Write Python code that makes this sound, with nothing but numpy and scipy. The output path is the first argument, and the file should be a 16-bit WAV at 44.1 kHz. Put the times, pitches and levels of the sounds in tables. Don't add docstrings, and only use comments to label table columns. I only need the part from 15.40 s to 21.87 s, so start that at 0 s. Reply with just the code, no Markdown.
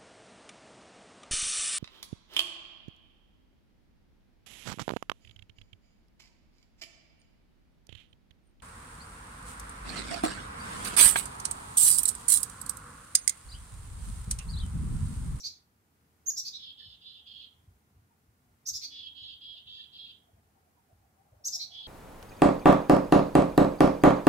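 import sys
import numpy as np
from scipy import signal
from scipy.fft import rfft, irfft, next_fast_len
from scipy.io import wavfile
from scipy.ndimage import map_coordinates

SR = 44100
rng = np.random.default_rng(int(sys.argv[2]) if len(sys.argv) > 2 else 0)


def waveform_to_disk(signal):
    frames = np.transpose(np.atleast_2d(signal))
    scaled = np.clip(frames, -1, 1) * 32767
    samples = np.round(scaled).astype(np.int16)
    wavfile.write(sys.argv[1], SR, samples)


N = 285327


def amp(db):
    return 10 ** (np.asarray(db) / 20)


def unit(x):
    return x / np.sqrt(np.mean(x ** 2) + 1e-20)


def along(points, hz):
    knots_hz, values = np.transpose(points)
    return np.interp(np.log(hz + 1), np.log(knots_hz + 1), values)


def at_time(points, s):
    return np.interp(s, *np.transpose(points))


def wobble(rate_hz, size):
    knots = rng.standard_normal(size // 8 + 4)
    return map_coordinates(knots, [np.arange(size) * rate_hz / SR], mode="wrap")


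def phase(hz):
    return 2 * np.pi * np.cumsum(hz) / SR


def filtered(x, response):
    n = x.shape[-1]
    padded = next_fast_len(n + 8192)
    return irfft(rfft(x, padded) * response(np.fft.rfftfreq(padded, 1 / SR)), padded)[..., :n]


def add(out, start_s, x):
    i = round(start_s * SR)
    a, b = max(i, 0), min(i + x.shape[-1], N)
    out[..., a:b] += x[..., a - i:b - i]


def swell(t, length_s, rise_s, fall_s):
    attack = np.sin(np.pi / 2 * np.clip(t / rise_s, 0, 1)) ** 2
    release = np.sin(np.pi / 2 * np.clip((length_s - t) / fall_s, 0, 1)) ** 2
    return attack * release


def placed(db, pan_db):
    return amp([[db + pan_db / 2], [db - pan_db / 2]])


def stereo_noise(spectrum, likeness):
    def response(hz):
        angle = np.arccos(np.clip(along(likeness, hz), -1, 1)) / 2
        return amp(along(spectrum, hz)) * [np.cos(angle), np.sin(angle)]
    mid, side = filtered(rng.standard_normal((2, N)), response)
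    return unit(np.array([mid + side, mid - side]))


# frequency in Hz, relative density in dB.
AIR_SPECTRUM = [(20, -16.5), (38, -13.5), (56, -8.5), (103, -2), (153, -6), (238, -7), (372, -14),
                (452, -12), (534, -19.5), (788, -17.5), (1500, -21), (2030, -22), (3540, -28),
                (15500, -27.5)]
# frequency in Hz, left-right correlation.
AIR_LIKENESS = [(60, 0.85), (180, 0.892), (550, 0.5), (1650, 0.0084), (4970, 0.027), (15000, 0.072)]
def rumble(air_db=-70, hum_hz=78, hum_db=-75):
    hum = amp(hum_db + 2 * wobble(4, N)) * np.sin(phase(hum_hz + 5 * wobble(10, N)))
    air = amp(air_db + .5 * wobble(2.76, N)) * stereo_noise(AIR_SPECTRUM, AIR_LIKENESS)
    return air + hum


# frequency in Hz, level in dB.
WHINE_TONES = [(1280, -98.5), (1340, -89.5), (1396, -86.5)]
def whine():
    tones = sum(amp(db) * unit(np.sin(phase(hz + 2 * wobble(7.2, N)))) for hz, db in WHINE_TONES)
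    return tones * np.array([[1], [-1]])


# frequency in Hz, relative density in dB.
ECHO_SPECTRUM = [(250, -28.5), (550, -8), (760, 1), (950, -10), (1300, -16), (2500, -30)]
# time in seconds, level in dB.
CHORUS_LEVELS = [(0, -92), (4.6, -84), (5.2, -81), (5.9, -75), (6.15, -69.5), (6.47, -74)]
# start in seconds, mid pitch in Hz, level in dB.
CLEAR_YELPS = [(2.685, 915, -77.5), (4.125, 662, -79), (4.86, 698, -75), (5.14, 820, -76.5),
               (5.355, 945, -76), (5.484, 688, -73), (5.772, 775, -71), (5.905, 570, -73.5),
               (6.135, 722, -68.5)]
def yelps(length_s=.076, chorus_hz=750, count=36, blur_hz=45, sag=.074, scatter_db=5.5):
    echo_db = at_time(CHORUS_LEVELS, np.arange(N) / SR) + 1.5 * wobble(12, N)
    out = amp(echo_db) * stereo_noise(ECHO_SPECTRUM, likeness=[(700, .16)])
    starts_s = (np.arange(count) + rng.random(count)) / count * N / SR
    chorus = [(s, chorus_hz * np.exp(.1 * rng.normal()), at_time(CHORUS_LEVELS, s)) for s in starts_s]
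    t = np.arange(int(length_s * SR)) / SR
    envelope = swell(t, length_s, rise_s=.031, fall_s=.047)
    for start_s, hz, db in CLEAR_YELPS + chorus:
        glide_hz = hz * (1 - sag * (t / length_s - .5))
        ears = [np.sin(phase(glide_hz + blur_hz * wobble(164, len(t))) + 2 * np.pi * rng.random())
                for _ in range(2)]
        add(out, start_s, placed(db, scatter_db * rng.normal()) * unit(np.array(ears) * envelope))
    return out


def far_engine(start_s=2.6, run_s=1.7, low_hz=225.6, high_hz=295, db=-80.5):
    t = np.arange(N) / SR - start_s
    hz = low_hz + (high_hz - low_hz) * np.sin(np.pi / 2 * np.clip(t / run_s, 0, 1))
    load = swell(t, run_s, rise_s=.47, fall_s=.47) * amp(db + 2.5 * wobble(10, N))
    return load * unit(np.sin(phase(hz + 1.2 * wobble(25, N))))


# frequency in Hz, relative level in dB, T60 in seconds.
BUILDING_MODES = [(59, -4, 0.3), (87, 4.5, .15), (102.8, 1, 0.18), (135.3, -7, 0.16)]
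# start in seconds, relative level in dB.
CLEAR_THUDS = [(.052, -64), (1.458, -58.5), (2.265, -56.5), (2.543, -58), (2.854, -61), (3.079, -66),
               (3.309, -55), (3.808, -63.5), (4.253, -66), (4.924, -61.5), (5.513, -61.5), (5.919, -58)]
def thuds(faint_count=8, faint_db=-70.5, rebound_s=.045, rebound_db=-10, gain_db=6.5):
    out, t = np.zeros(N), np.arange(SR // 3) / SR
    onset = (1 - np.exp(-t / .0091)) ** 2
    faint = [((k + rng.random()) / faint_count * N / SR, rng.normal(faint_db, 1.5))
             for k in range(faint_count)]
    for start_s, db in CLEAR_THUDS + faint:
        for delay_s, contact_db in [(0, 0), (rebound_s, rebound_db)]:
            ring = sum(amp(mode_db - 60 * t / t60_s) * np.sin(2 * np.pi * (hz * t + rng.random()))
                       for hz, mode_db, t60_s in BUILDING_MODES)
            add(out, start_s + delay_s, amp(db + contact_db + gain_db) * ring * onset)
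    return out


# frequency in Hz, relative gain in dB.
BEAK_RESPONSE = [(1000, -45.5), (1800, -23.5), (2400, -11.5), (2900, -15), (3400, -3.5), (6500, 3),
                 (8000, 2), (9200, -16.5), (10500, -8), (13200, 6), (15500, -4.5)]
# frequency in Hz, T60 in seconds.
PORCH_DECAY = [(1800, .2), (3200, 0.41), (4300, 0.26), (6500, .28), (13000, .26)]
def beak_and_porch(note, direct_db=-2, walls_s=.016, left_lag_s=.00034, count=9):
    hz, t, noise = signal.stft(rng.standard_normal((2, SR // 2)), SR, nperseg=256)
    decay = amp(-60 * t / along(PORCH_DECAY, hz)[:, None])
    impulse = signal.istft(noise * decay, SR, nperseg=256)[1]
    impulse /= np.linalg.norm(impulse[0])
    wall_delays = (rng.random((2, count)) * np.arange(1, count + 1) / count * walls_s * SR).astype(int)
    for ear, delays in zip(impulse, wall_delays):
        ear[delays] += rng.choice([-1, 1], count) / np.sqrt(count)
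    impulse[[0, 1], [round(left_lag_s * SR), 0]] += amp(direct_db)
    voice = filtered(note, lambda f: amp(along(BEAK_RESPONSE, f)))
    heard = signal.fftconvolve(voice[None], impulse, axes=1)
    return heard * np.linalg.norm(note) / np.linalg.norm(heard, axis=1, keepdims=True)


# start in seconds, level in dB.
UNDERTONE_NOTES = [(.861, -63.5), (1.39, -68), (4.37, -71)]
def undertones(length_s=.045, hz=1796):
    out, t = np.zeros((2, N)), np.arange(int(length_s * SR)) / SR
    envelope = swell(t, length_s, rise_s=.021, fall_s=.012)
    for start_s, db in UNDERTONE_NOTES:
        tone = np.sin(phase(hz + 50 * wobble(300, len(t))))
        add(out, start_s, amp(db) * beak_and_porch(unit(tone * envelope)))
    return out


VOICE_MULTIPLES = [(1, 0), (-1, 3), (0, 2), (1, 1), (2, 0), (3, -1), (4, -2), (5, -3), (1, 2), (2, 1),
                   (2, 2)]
TONE_DB = [-19, -10.5, 0, -1, -7.5, -14, -12.5, -20, -20.5, -25, -42]
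def dee(length_s, sum_hz, gap_hz, fall_hz, boost_db, arch_hz=120, jitter_hz=8):
    t = np.arange(int(length_s * SR)) / SR
    n, progress = len(t), t / length_s
    arched_hz = sum_hz - arch_hz * (2 * progress - 1) ** 2 - fall_hz * (progress - .5)
    upper = phase((arched_hz + gap_hz) / 2 + jitter_hz * wobble(119.7, n))
    lower = phase((arched_hz - gap_hz) / 2 + jitter_hz * wobble(119.7, n))
    stack = (amp(boost_db) - 1) * np.sin(upper + lower)
    for (j, k), db in zip(VOICE_MULTIPLES, TONE_DB):
        angle = j * upper + k * lower
        smear = wobble(560, n) * np.sin(angle) + wobble(560, n) * np.cos(angle)
        stack += amp(db + 2.3 * wobble(12.1, n)) * (np.sin(angle) + .499 * smear)
    scrape = 1 + .0032 * fall_hz * (1 - progress) ** 2 * wobble(4200, n)
    flicker = amp(1.53 * wobble(69.3, n))
    return unit(stack * scrape * flicker * swell(t, length_s, rise_s=.035, fall_s=.012))


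# start in seconds, nominal sum of the voices in Hz, their gap in Hz, level in dB.
DEE_NOTES = [(1.161, 3299, 288.4, -48.5), (1.358, 3319, 259.8, -52.5), (1.596, 3275, 249.3, -52),
             (1.845, 3280, 289.6, -50), (3.488, 3310, 286.5, -46), (3.738, 3291, 268.7, -47),
             (3.997, 3305, 266.2, -48), (4.245, 3283, 255, -48.5), (4.509, 3292, 261.6, -49),
             (6.289, 3285, 279.5, -46.4)]
def dee_notes(full_s=.21, pause_s=.033, slide_hz=149.8, slide_within_s=.16, ordinary_db=-49):
    next_starts_s = [row[0] for row in DEE_NOTES[1:]] + [np.inf]
    for (start_s, sum_hz, gap_hz, db), next_s in zip(DEE_NOTES, next_starts_s):
        slides = any(0 < start_s - row[0] < slide_within_s for row in CHICK_NOTES)
        extra_hz = slides * slide_hz
        length_s = min(full_s, next_s - start_s - pause_s)
        boost_db = 3 + .96 * (db - ordinary_db)
        note = dee(length_s, sum_hz + extra_hz / 2, gap_hz, fall_hz=5.5 + extra_hz, boost_db=boost_db)
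        if slides:
            t = np.arange(len(note)) / SR
            note = unit(note * np.sqrt(swell(t, length_s, rise_s=.075, fall_s=.032)))
        yield start_s, db, note


def half_tone(length_s, top_hz, blur_hz=330):
    t = np.arange(int(length_s * SR)) / SR
    tone = np.sin(phase(top_hz / 2 + blur_hz * wobble(1500, len(t))))
    return unit(tone * swell(t, length_s, rise_s=.012, fall_s=.009))


def chick(length_s, top_hz, rise_hz, rasp, overtone_db, end_hz=3900, buzz_hz=330, second_hz=1450):
    t = np.arange(int(length_s * SR)) / SR
    n, progress, crest = len(t), t / length_s, .74
    drop = np.clip((progress - crest) / (1 - crest), 0, 1) ** 1.7
    climb_left = np.clip(1 - progress / crest, 0, 1) ** 2
    arched_hz = top_hz - rise_hz * climb_left - (top_hz - end_hz) * drop
    hoarse = rasp + .3 * drop
    buzz = np.sin(phase(buzz_hz * (1 + .2 * wobble(200, n))))
    angle = phase(arched_hz + hoarse * (600 * buzz + 380 * wobble(2500, n)))
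    second_voice = np.sin(phase(second_hz * (1 + .22 * wobble(700, n))))
    overtones = np.sin(2 * angle + wobble(1500, n)) + amp(-10) * np.sin(3 * angle)
    tone = (np.sin(angle) + amp(overtone_db) * overtones) * (1 + 1.1 * hoarse * second_voice)
    return unit(tone * swell(t, length_s, rise_s=.026, fall_s=.009))


# start in seconds, crest pitch in Hz, rasp share, level in dB.
CHICK_NOTES = [(-.062, 5900, .43, -40), (.025, 4682, 0.49, -36.5), (.855, 6744, .1, -29.5),
               (.955, 5862, .48, -34), (1.039, 4855, 0.48, -38.5), (1.12, 3833, 0.37, -42.5),
               (3.251, 6310, .47, -33.5), (3.323, 5390, .52, -36.5), (3.405, 4554, 0.47, -39.5),
               (6.036, 6447, .48, -32.5), (6.113, 5600, .5, -34), (6.185, 4333, .42, -37)]
def chick_notes(length_s=.054, full_rasp=.45, base_hz=3350, bright_hz=4980, break_hz=4530):
    for start_s, top_hz, rasp, db in CHICK_NOTES:
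        clean = max(1 - rasp / full_rasp, 0)
        rise_hz = .52 * (top_hz - base_hz) * (1 - .7 * clean)
        overtone_db = -16.7 - 4.5 * clean - .013 * max(bright_hz - top_hz, 0)
        whistle = chick(length_s, top_hz, rise_hz, rasp, overtone_db)
        low_cut_hz = min(3450, .724 * top_hz)
        whistle = filtered(whistle, lambda hz: .15 + .78 / (1 + (low_cut_hz / (hz + 1)) ** 20))
        half_db = -13.5 - .018 * abs(top_hz - break_hz)
        yield start_s, db, unit(whistle + amp(half_db) * half_tone(length_s, top_hz))


# time in seconds, left minus right in dB.
TURN_PAN = [(.1, -.3), (.9, .7), (1.7, -1.2), (4.1, .2), (6.4, 1)]
# frequency in Hz, left minus right in dB.
EAR_BALANCE = [(3300, -4), (4300, -4), (5500, -.7), (7000, -0.5), (12000, -10)]
def chickadee():
    out = np.zeros((2, N))
    for start_s, db, note in [*chick_notes(), *dee_notes()]:
        add(out, start_s, placed(db, at_time(TURN_PAN, start_s)) * beak_and_porch(note))
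    return filtered(out, lambda hz: amp(along(EAR_BALANCE, hz) * np.array([[.5], [-.5]])))


def scene():
    return chickadee() + undertones() + thuds() + far_engine() + yelps() + whine() + rumble()


def record(dry):
    low_hz, top_hz = 40, 15700
    highpass = signal.butter(2, low_hz, "highpass", fs=SR, output="sos")
    return filtered(signal.sosfilt(highpass, dry), lambda hz: hz < top_hz)


dry = scene()
out = record(dry)
waveform_to_disk(out)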